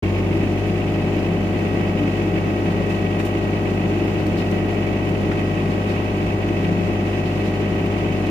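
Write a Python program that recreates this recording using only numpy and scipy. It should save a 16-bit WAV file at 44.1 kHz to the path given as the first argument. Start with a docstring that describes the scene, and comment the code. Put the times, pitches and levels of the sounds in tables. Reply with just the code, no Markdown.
"""A three-cylinder diesel welder-generator runs close by from the start, reaching its governed speed in a second.
Sines on the engine's orders make the drone, fan hum and two whines; the alternator's swells at housing resonances.
Shaped noise makes rumble and airy hiss; cycle-locked vibration and knocks make panel noise and clatter.
The housing booms now and then; from 0.66 s a hand scrapes and taps the cable terminals in gritty noise bursts.
Past 6 s two soft low tones bump the microphone."""
import sys
import numpy as np
from scipy import signal
from scipy.fft import rfft, irfft
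from scipy.io import wavfile

SR = 44100
rng = np.random.default_rng(int(sys.argv[2]) if len(sys.argv) > 2 else 0)


def wav_record(signal):
    """Record a signal, one row per channel, as 16-bit PCM in the file named by sys.argv[1]."""
    frames = np.transpose(np.atleast_2d(signal))
    bounded = np.clip(frames, -1, 1)
    # unit amplitude maps onto the largest positive 16-bit level
    quanta = np.round(bounded * 32767).astype(np.int16)
    wavfile.write(sys.argv[1], SR, quanta)


N = 366030
TIME = np.arange(N) / SR
FREQS = np.fft.rfftfreq(N, 1 / SR)
LEFT_LEAD_S = .00009  # the left channel hears the machine sooner


def amp(db):
    """Decibels to gain."""
    return 10 ** (np.asarray(db) / 20)


def unit(x):
    """Scales to rms 1."""
    return x / np.sqrt(np.mean(x ** 2) + 1e-20)


def read(points):
    """A curve at every frequency, joined on a log axis."""
    hz, value = np.transpose(points)
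    return np.interp(np.log(FREQS + 1), np.log(hz + 1), value)


def pan(db):
    """Left and right gains for a level difference."""
    return amp(np.array([[.5], [-.5]]) * db) / np.sqrt((amp(db) ** 2 + amp(-db) ** 2) / 2)


def wander(rate_hz):
    """Slow random signal of rms about 1."""
    grid = np.linspace(0, TIME[-1], 2048)
    hz = np.fft.rfftfreq(len(grid), grid[1])
    lowpass = 1 / (1 + (hz / rate_hz) ** 2)
    slow = irfft(rfft(rng.standard_normal(len(grid))) * lowpass)
    return np.interp(TIME, grid, unit(slow))


def humps(rows):
    """Smooth rises and falls from rows of time, height and half length."""
    return sum(height * np.exp(-((TIME - s) / length) ** 2) for s, height, length in rows)


def peaks(modes, hz):
    """The dB that a table of modes adds at each frequency."""
    return sum(db / (1 + ((hz - f) / width) ** 2) for f, width, db in modes)


# Likeness of the two channels. 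Each row: frequency in Hz, correlation -1 to 1.
LIKENESS_HZ = [(50, .4), (120, .6), (170, .95), (250, 1.0), (500, .6), (800, .7), (1200, -.14), (2500, .12),
               (5000, .11), (15000, 0)]
# Balance of the two channels. Each row: frequency in Hz, left minus right in dB.
SIDES_HZ_DB = [(60, -5.5), (110, -5), (160, 1), (270, -0.6), (450, 3), (740, 10), (1220, 0), (1700, 4),
               (2050, -6), (2550, -2.5), (3000, -2), (3400, 0), (5500, 0), (9000, 7), (15000, 0)]


def colour(drive, gain):
    """Gives two white signals a spectrum and spreads them over the two microphones."""
    a, b = rfft(drive)
    same = np.clip(read(LIKENESS_HZ), -1, 1)
    mid = a * np.sqrt((1 + same) / 2)
    side = b * np.sqrt((1 - same) / 2)
    left = (mid + side) * np.exp(2j * np.pi * FREQS * LEFT_LEAD_S)
    channels = np.array([left, mid - side])
    return irfft(channels * gain * pan(read(SIDES_HZ_DB)), N) * np.sqrt(SR / 2)


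# four-stroke cycles per second: set speed, and shortfall at the start
GOVERNED_HZ, START_SHORT_HZ, RUN_UP_S = 16.4764, .682, .9755


def run_up():
    """The speed-up still to come: 1 at the start, falling evenly to 0 after the run-up."""
    return np.maximum(1 - TIME / RUN_UP_S, 0)


# Brief drifts of the speed. Each row: centre in seconds, change in cycles per second, half length in seconds.
DRIFTS_HZ = [(1.204, -.061, .293), (1.85, .018, .15), (3.4, -.016, .15), (3.8, .02, .18), (4.3, -.025, .15),
             (4.8, .012, .15), (5.25, -.022, .18), (5.75, .008, .22), (6.3, -.035, .2), (7.62, .03, .18),
             (8.18, -.06, .17)]


def governor(tremble=0.00049):
    """Cycles per second: the speed climbs to its setting, then drifts and trembles around it."""
    steady = GOVERNED_HZ - START_SHORT_HZ * run_up() ** 2 + humps(DRIFTS_HZ)
    return steady * (1 + tremble * wander(11.3))


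# Sharp housing resonances. Each row: centre in Hz, half width in Hz, gain at the centre in dB.
HOUSING_MODES = [(495, 8, 7), (721, 14, 5), (754, 13, 5.3), (824, 9, 4.5), (903, 10, 10), (1218, 14, 3),
                 (1890, 8, 4), (1914, 6, 7.5)]


def resonance_db(order, speed):
    """An engine order swells while its pitch lies on a housing resonance."""
    near = [row for row in HOUSING_MODES if abs(order * GOVERNED_HZ - row[0]) < 50]
    return sum(db * np.exp(-((order * speed - hz) / width) ** 2) for hz, width, db in near)


# Strong engine orders. Each row: multiple of the cycle rate, relative level in dB, left minus right in dB.
DRONE_ORDERS = [(3, -35, 1), (4, -49, 0), (6, -26, 1.3), (8, -51, 3), (9, -42, 2), (10, -42, 1),
                (11, -40, 2), (12, -44, 1), (13, -43, 1), (15, -37, 3), (16, -37, 2), (17, -42, 1),
                (18, -37.3, 1), (19, -38.7, 0), (20, -41, 1), (21, -32.5, 6), (22, -36.3, 2), (23, -41, -4),
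                (24, -35, 3), (25, -36.5, 3), (26, -41, 5), (27, -43, 5), (28, -46, 3), (29, -44, 2),
                (30, -49, 5), (31, -45, 0), (32, -41, 5), (33, -63, -4), (34, -45, 9), (35, -40.5, 6),
                (36, -50, 3), (37, -36, 4), (38, -53, 8), (39, -60, 12), (40, -46, 6), (41, -49, 4),
                (42, -49, 2), (43, -52, 3), (44, -44, 5), (45, -48, 8), (46, -48.7, 4), (47, -49, 4),
                (48, -52, 9), (49, -55, -12), (50, -49, 2), (51, -50, -3), (52, -61, 3), (53, -54, 1),
                (54, -52, 12), (55, -67, 12), (56, -52, -1), (57, -60, -8), (58, -60, -3), (60, -54, 0),
                (62, -57, 1), (64, -55, -7), (70, -57, 0), (75, -57, 1), (76, -52, 5), (78, -58, -3),
                (81, -58, 0), (91, -59, 4), (93, -58, 4), (96, -60, 0), (121, -54, -10), (129, -56, 0),
                (135, -54, -10)]


def drone(turns, speed, unsteady=0.078, firing_unsteady=0.012, fuel_db=3.5, body_db=-0.42, slow_db=1):
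    """Sine engine orders: the lowest are steadiest and grow with fuel, the rest swell at resonances."""
    out = np.zeros((2, N))
    fuel = amp(fuel_db * run_up())
    slow_loss_db = slow_db * run_up()
    lead_turns = np.array([[LEFT_LEAD_S], [0]]) * GOVERNED_HZ
    angle = 2 * np.pi * ((turns + lead_turns) % 1).astype(np.float32)
    for k, db, side_db in DRONE_ORDERS:
        if k < 7:
            level = fuel * (1 + firing_unsteady * wander(6))
        else:
            body = amp(body_db - slow_loss_db + resonance_db(k, speed))
            level = body * (1 + unsteady * wander(4))
        # muffler and housing delay each order differently: firings smear into an even drone
        lag_rad = .29 * np.pi * k ** 2
        out += pan(side_db) * amp(db) * level * np.sqrt(2) * np.sin(k * angle - lag_rad)
    return out


def fan(turns, order=12.27, level_db=-27):
    """The belt-driven fan hums off the engine's whole orders, its phase and level wandering."""
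    phase_rad = 0.25 * wander(0.73)
    hum = np.sin(order * 2 * np.pi * turns + phase_rad)
    return amp(level_db) * (1 + 0.025 * wander(10)) * hum * pan(0.29)


# Gear standing wave shifting across the microphones. Each row: time in seconds, level in dB,
# left minus right in dB, phase of left against right in rad.
GEAR_WAVE_S = [(.2, -39, 3, 1.5), (.42, -46, 1, 3.1), (.8, -41, 4, 3.6), (1.3, -41, 9, 3.8),
               (1.7, -38, 0, 3.4), (2.1, -40, -3, 3.6), (2.6, -38, 1, 3.35), (3.6, -38, 0, 3.4),
               (4.3, -41, 1, 3.3), (4.7, -39, -3, 3.7), (5.2, -40, 2, 3.3), (5.6, -37, -3, 3.7),
               (6.3, -37, 3, 2.9), (7.1, -39, 0, 3), (7.5, -38, -8, 3.5), (7.8, -38, -4, 3.7),
               (8.2, -38, 6, 2.9)]


def gear_whine(turns, order=68):
    """Gears whine on an engine order; level, balance and phase follow the standing wave."""
    s, *columns = np.transpose(GEAR_WAVE_S)
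    db, side_db, apart_rad = (np.interp(TIME, s, column) for column in columns)
    angle = order * 2 * np.pi * turns
    return amp(db) * pan(side_db) * np.array([np.sin(angle + apart_rad), np.sin(angle)])


def alternator_whine(turns, speed, order=116, base_db=-50, slow_db_per_hz=10, waver_db=1.4):
    """An engine order grows with speed, swells where its pitch meets a resonance, and wavers."""
    level_db = base_db + resonance_db(order, speed) - slow_db_per_hz * (GOVERNED_HZ - speed)
    tone = np.sin(order * 2 * np.pi * turns + 0.24 * wander(2.9))
    return amp(level_db + waver_db * wander(2.1)) * tone


def repeating(turns, orders=512, size=16384):
    """A white vibration that recurs every cycle: random-phase weak orders between the strong ones."""
    lines = np.exp(2j * np.pi * rng.random((2, orders)))
    lines[:, [row[0] for row in DRONE_ORDERS]] = 0
    pattern = unit(irfft(lines, size)) * np.sqrt(orders * GOVERNED_HZ / (SR / 2))
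    return np.array([np.interp(turns % 1 * size, np.arange(size), p) for p in pattern])


# The panels' answer to each engine cycle. Each row: frequency in Hz, level in dB per Hz.
PANELS_HZ_DB = [(120, -74), (550, -58), (850, -69.5), (1250, -81.5), (1420, -99), (1550, -67.5),
                (2000, -113), (3000, -102)]


def panels(turns):
    """Housing panels shake alike in every engine cycle."""
    return colour(repeating(turns), amp(read(PANELS_HZ_DB)))


# Cooling air and exhaust turbulence. Each row: frequency in Hz, relative density in dB.
RUMBLE_HZ_DB = [(28, -80), (62, -59.5), (110, -58.5), (132, -61), (188, -53.5), (232, -55.5), (278, -56),
                (318, -47), (362, -54), (412, -55), (470, -66.5), (580, -62.5), (665, -59), (780, -68),
                (900, -74.5), (1440, -74.5), (3000, -101)]
# Air resonances of the housing. Each row: centre in Hz, half width in Hz, relative density in dB.
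CAVITY_HZ_DB = [(147.8, 1.9, -41.5), (170.6, 5.9, -43)]
# Brief swells of the rumble. Each row: centre in seconds, rise in dB, half length in seconds.
SWELLS_S_DB = [(.1, 0.5, 0.18), (.38, 2, 0.13), (1.9, 1.5, 0.95), (4.25, 2.2, 0.62)]


def rumble(turns, throb=0.12, crank_throb=0.32, level_db=1):
    """Turbulence, pulsed by three firings and two crank turns a cycle, booms in the housing."""
    gain = amp(read(RUMBLE_HZ_DB))
    for hz, width, db in CAVITY_HZ_DB:
        gain = np.hypot(gain, amp(db) / (1 + ((FREQS - hz) / width) ** 2))
    firing = np.cos(2 * np.pi * 3 * turns)
    crank = np.cos(2 * np.pi * 2 * turns)
    pulse = 1 + throb * firing + crank_throb * crank
    turbulence = unit(rng.standard_normal((2, N)) * pulse)
    return colour(turbulence, gain) * amp(level_db + humps(SWELLS_S_DB))


# Injector and valve knocks. Each row: place in the cycle 0-1, relative force in dB, ringing pitch in Hz.
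KNOCKS_CYCLE = [(.045, 1, 2000), (.07, -1, 2700), (.195, 2, 2000), (.24, 1, 2700), (.27, 1, 2450),
                (.3, 1, 2750), (.33, 0, 2500), (.36, 1, 2600), (.53, 0, 2200), (.59, 2.5, 2300),
                (.63, 2, 2100), (.675, 2.5, 2700), (.725, -1, 2600), (.77, -1, 1950), (.805, -1, 2000),
                (.915, -2, 2500), (.985, 4.5, 2300)]
# The block's answer to a knock. Each row: frequency in Hz, relative response in dB.
BLOCK_HZ_DB = [(300, -65.5), (900, -64.5), (1400, -81), (1750, -72.5), (2000, -67.5), (2300, -70.5),
               (2600, -68), (2850, -71.5), (3200, -76.5), (4000, -87), (7000, -99), (15000, -106)]
# The block's sharper modes. Each row: centre in Hz, half width in Hz, added dB.
BLOCK_MODES_HZ = [(1994, 7.5, 7.5), (2106, 17, 4), (2255, 13, 3), (2272, 15, 7.5), (2363, 21, -0.5),
                  (2490, 25, 2.5), (2586, 9.4, 8), (2747, 12, 4), (3010, 17, 8), (3096, 18, 4)]
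# Moments of harder clatter. Each row: centre in seconds, rise in dB, half length in seconds.
HARDER_S_DB = [(1.08, 0, .12), (2.1, 0.5, 0.062), (4.75, 1, 0.23), (6.65, 2.5, 0.035), (7.4, 1, 0.22)]


def clatter(turns, ring=1.0, rattle=0.28, alike=.42, uneven_db=0.4, firing_swell=0.1, crank_swell=0.073,
            knock_s=.0008, knock_db=-8, level_db=-1, burst_db=1.4, burst_hz=22):
    """Knocks at fixed crank angles ping the block, over its lingering ring and a loose rattle."""
    firing = np.cos(2 * np.pi * 3 * turns)
    crank = np.sin(2 * np.pi * 2 * turns)
    swell = 1 + firing_swell * firing + crank_swell * crank
    power = ring ** 2 * np.maximum(swell, 0)
    pings = np.zeros((2, N))
    for place, db, hz in KNOCKS_CYCLE:
        cycle, since = np.divmod(turns - place + 1, 1)
        age_s = (since / GOVERNED_HZ).astype(np.float32)
        uneven = uneven_db * rng.standard_normal(int(cycle[-1]) + 1)
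        force = amp(db + uneven)[cycle.astype(int)]
        # builds to its peak at knock_s, then dies
        stroke = force * age_s / knock_s * np.exp(1 - np.minimum(age_s / knock_s, 20))
        pings += stroke * np.sin(2 * np.pi * (hz * age_s + rng.random((2, 1), np.float32)))
        power += (rattle * stroke) ** 2
    share = np.clip(alike, 0, 1)  # part that recurs each cycle
    grain = np.sqrt(share) * repeating(turns) + np.sqrt(1 - share) * rng.standard_normal((2, N))
    drive = grain * np.sqrt(power) + amp(knock_db) * pings
    block = amp(read(BLOCK_HZ_DB) + peaks(BLOCK_MODES_HZ, FREQS))
    # combustion differs between firings, so neighbouring knocks swell together
    bursts_db = burst_db * wander(burst_hz)
    return colour(drive, block) * amp(level_db + bursts_db + humps(HARDER_S_DB))


# Broad spectrum of the hiss. Each row: frequency in Hz, relative density in dB.
HISS_HZ_DB = [(1000, -106), (3200, -79.5), (4200, -86), (5200, -87.5), (7000, -90.5), (8000, -93.5),
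              (9400, -98.5), (11000, -96), (15000, -113.5)]
# Narrow peaks in the hiss. Each row: centre in Hz, half width in Hz, added dB.
HISS_PEAKS_HZ = [(4255, 15, 10.5), (4950, 60, 6), (6020, 33, 7.5), (6970, 90, 5.5), (11200, 160, 3),
                 (13200, 180, 8)]


def hiss(flutter_db=1.0):
    """Airy hiss flutters, with narrow tonal peaks: shaped noise of wandering level."""
    gain = amp(read(HISS_HZ_DB) + peaks(HISS_PEAKS_HZ, FREQS))
    return colour(rng.standard_normal((2, N)), gain) * amp(flutter_db * wander(30))


def swelling_tones(rows):
    """Short sines that swell and die smoothly."""
    out = np.zeros(N)
    for s, hz, db, width_s in rows:
        since = TIME - s
        out += amp(db) * np.exp(-(since / width_s) ** 2) * np.sin(2 * np.pi * hz * since)
    return out


# Housing resonances booming. Each row: centre in seconds, pitch in Hz, relative peak in dB, half length in seconds.
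BOOMS_S_HZ = [(.365, 330, -18, 0.022), (.73, 167, -22.5, 0.073), (1.29, 169, -24, 0.055),
              (1.8, 172.2, -23, 0.17), (1.97, 525, -34, .035), (2.03, 294.4, -18.5, 0.055),
              (2.81, 555, -30, 0.034), (3.0, 172.8, -23.5, 0.25), (4.74, 693, -29, 0.021),
              (4.45, 174, -36, 0.16), (5.6, 154, -26.5, 0.18), (6.73, 173.5, -19, 0.13)]


def booms():
    """The housing booms briefly at one of its resonances, more to the left."""
    return swelling_tones(BOOMS_S_HZ) * pan(2.2)


# Metal and rubber under the hand. Each row: frequency in Hz, relative density in dB.
SCRAPE_HZ_DB = [(500, -99), (2000, -73.5), (4500, -82), (8000, -86), (11000, -89.5), (14500, -90)]
# The rubbed cable lug's ring. Each row: centre in Hz, half width in Hz, dB added at full ring.
LUG_HZ_DB = [(3750, 200, 10), (4300, 300, 13), (5100, 260, 13)]
# The hand's moves. Each row: start in seconds, relative level in dB, decay in seconds,
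# brightness in dB per octave, lug ring 0-1.
SCRAPES_S = [(.66, -2, .023, 1, 0), (2.64, -6, .02, -1, 0), (2.70, 0, .025, -4, .3), (2.89, 0, .04, -1, .1),
             (3.187, 2.5, .03, 1, 0), (3.198, 7, .006, -11, 0), (3.246, 5, .025, 3, 0),
             (4.181, -3, .03, -5, .6), (4.263, 4, .008, 0, .3), (4.368, 1.5, .04, -1.5, .8),
             (4.511, 6.5, .008, -2, 0), (5.09, 0, .007, 2, 0), (5.312, 5, .012, -10, .1),
             (5.39, -5, .012, 3, 0), (5.69, -3, .04, -3, .4), (5.885, 2, .035, -3, .45),
             (6.64, 3, .012, -5, .3), (7.25, 0, .036, -4, .5), (7.445, 2, .038, -3, .45),
             (7.86, -1, .007, 2, 0), (8.26, 1, .015, -3, .5)]


def scrapes(pivot_hz=5000, attack_share=0.26, size=16384):
    """Gritty noise bursts: rubs and taps of terminal nut and cable lug."""
    out = np.zeros((2, N + size))
    t = np.arange(size) / SR
    hz = np.fft.rfftfreq(size, 1 / SR)
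    body_db = np.interp(hz, FREQS, read(SCRAPE_HZ_DB))
    lug_db = peaks(LUG_HZ_DB, hz)
    octaves = np.log2(np.maximum(hz, 1000) / pivot_hz)
    for s, db, decay, bright_db, ring in SCRAPES_S:
        grit = rng.standard_normal((2, size)) * amp(1.5 * rng.standard_normal(size))
        rub = grit * np.exp(-t / decay) * (1 - np.exp(-t / (attack_share * decay)))
        gain = amp(db + body_db + bright_db * octaves + np.clip(ring, 0, 1) * lug_db)
        start = round(s * SR)
        out[:, start:start + size] += irfft(rfft(rub) * gain) * np.sqrt(SR / 2)
    return out[:, :N]


# Soft bumps. Each row: centre in seconds, pitch in Hz, peak level in dB, half length in seconds.
BUMPS_S_HZ = [(6.29, 61.4, -28, 0.039), (6.35, 113, -26, 0.032)]


def bumps():
    """Soft bumps against the microphone: dull low tones, equal on both sides."""
    return swelling_tones(BUMPS_S_HZ)


def scene():
    """One crankshaft, never quite even, drives the engine-locked layers; air and hand join them."""
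    speed = governor()
    turns = np.cumsum(speed) / SR  # engine cycles so far
    whirr = fan(turns) + gear_whine(turns) + alternator_whine(turns, speed)
    machine = drone(turns, speed) + whirr + panels(turns) + rumble(turns) + clatter(turns) + hiss()
    return machine + booms() + scrapes() + bumps()


def record(dry, edge_hz=15400):
    """Silent for 24 ms, then a 7 ms fade-in; a steep low-pass limits the band."""
    opened = np.clip((TIME - .024) / .007, 0, 1)
    lowpass = signal.firwin(511, edge_hz, window=("kaiser", 9), fs=SR)
    return signal.oaconvolve(dry * opened, lowpass[None], "same")


dry = scene()
out = record(dry)
wav_record(out)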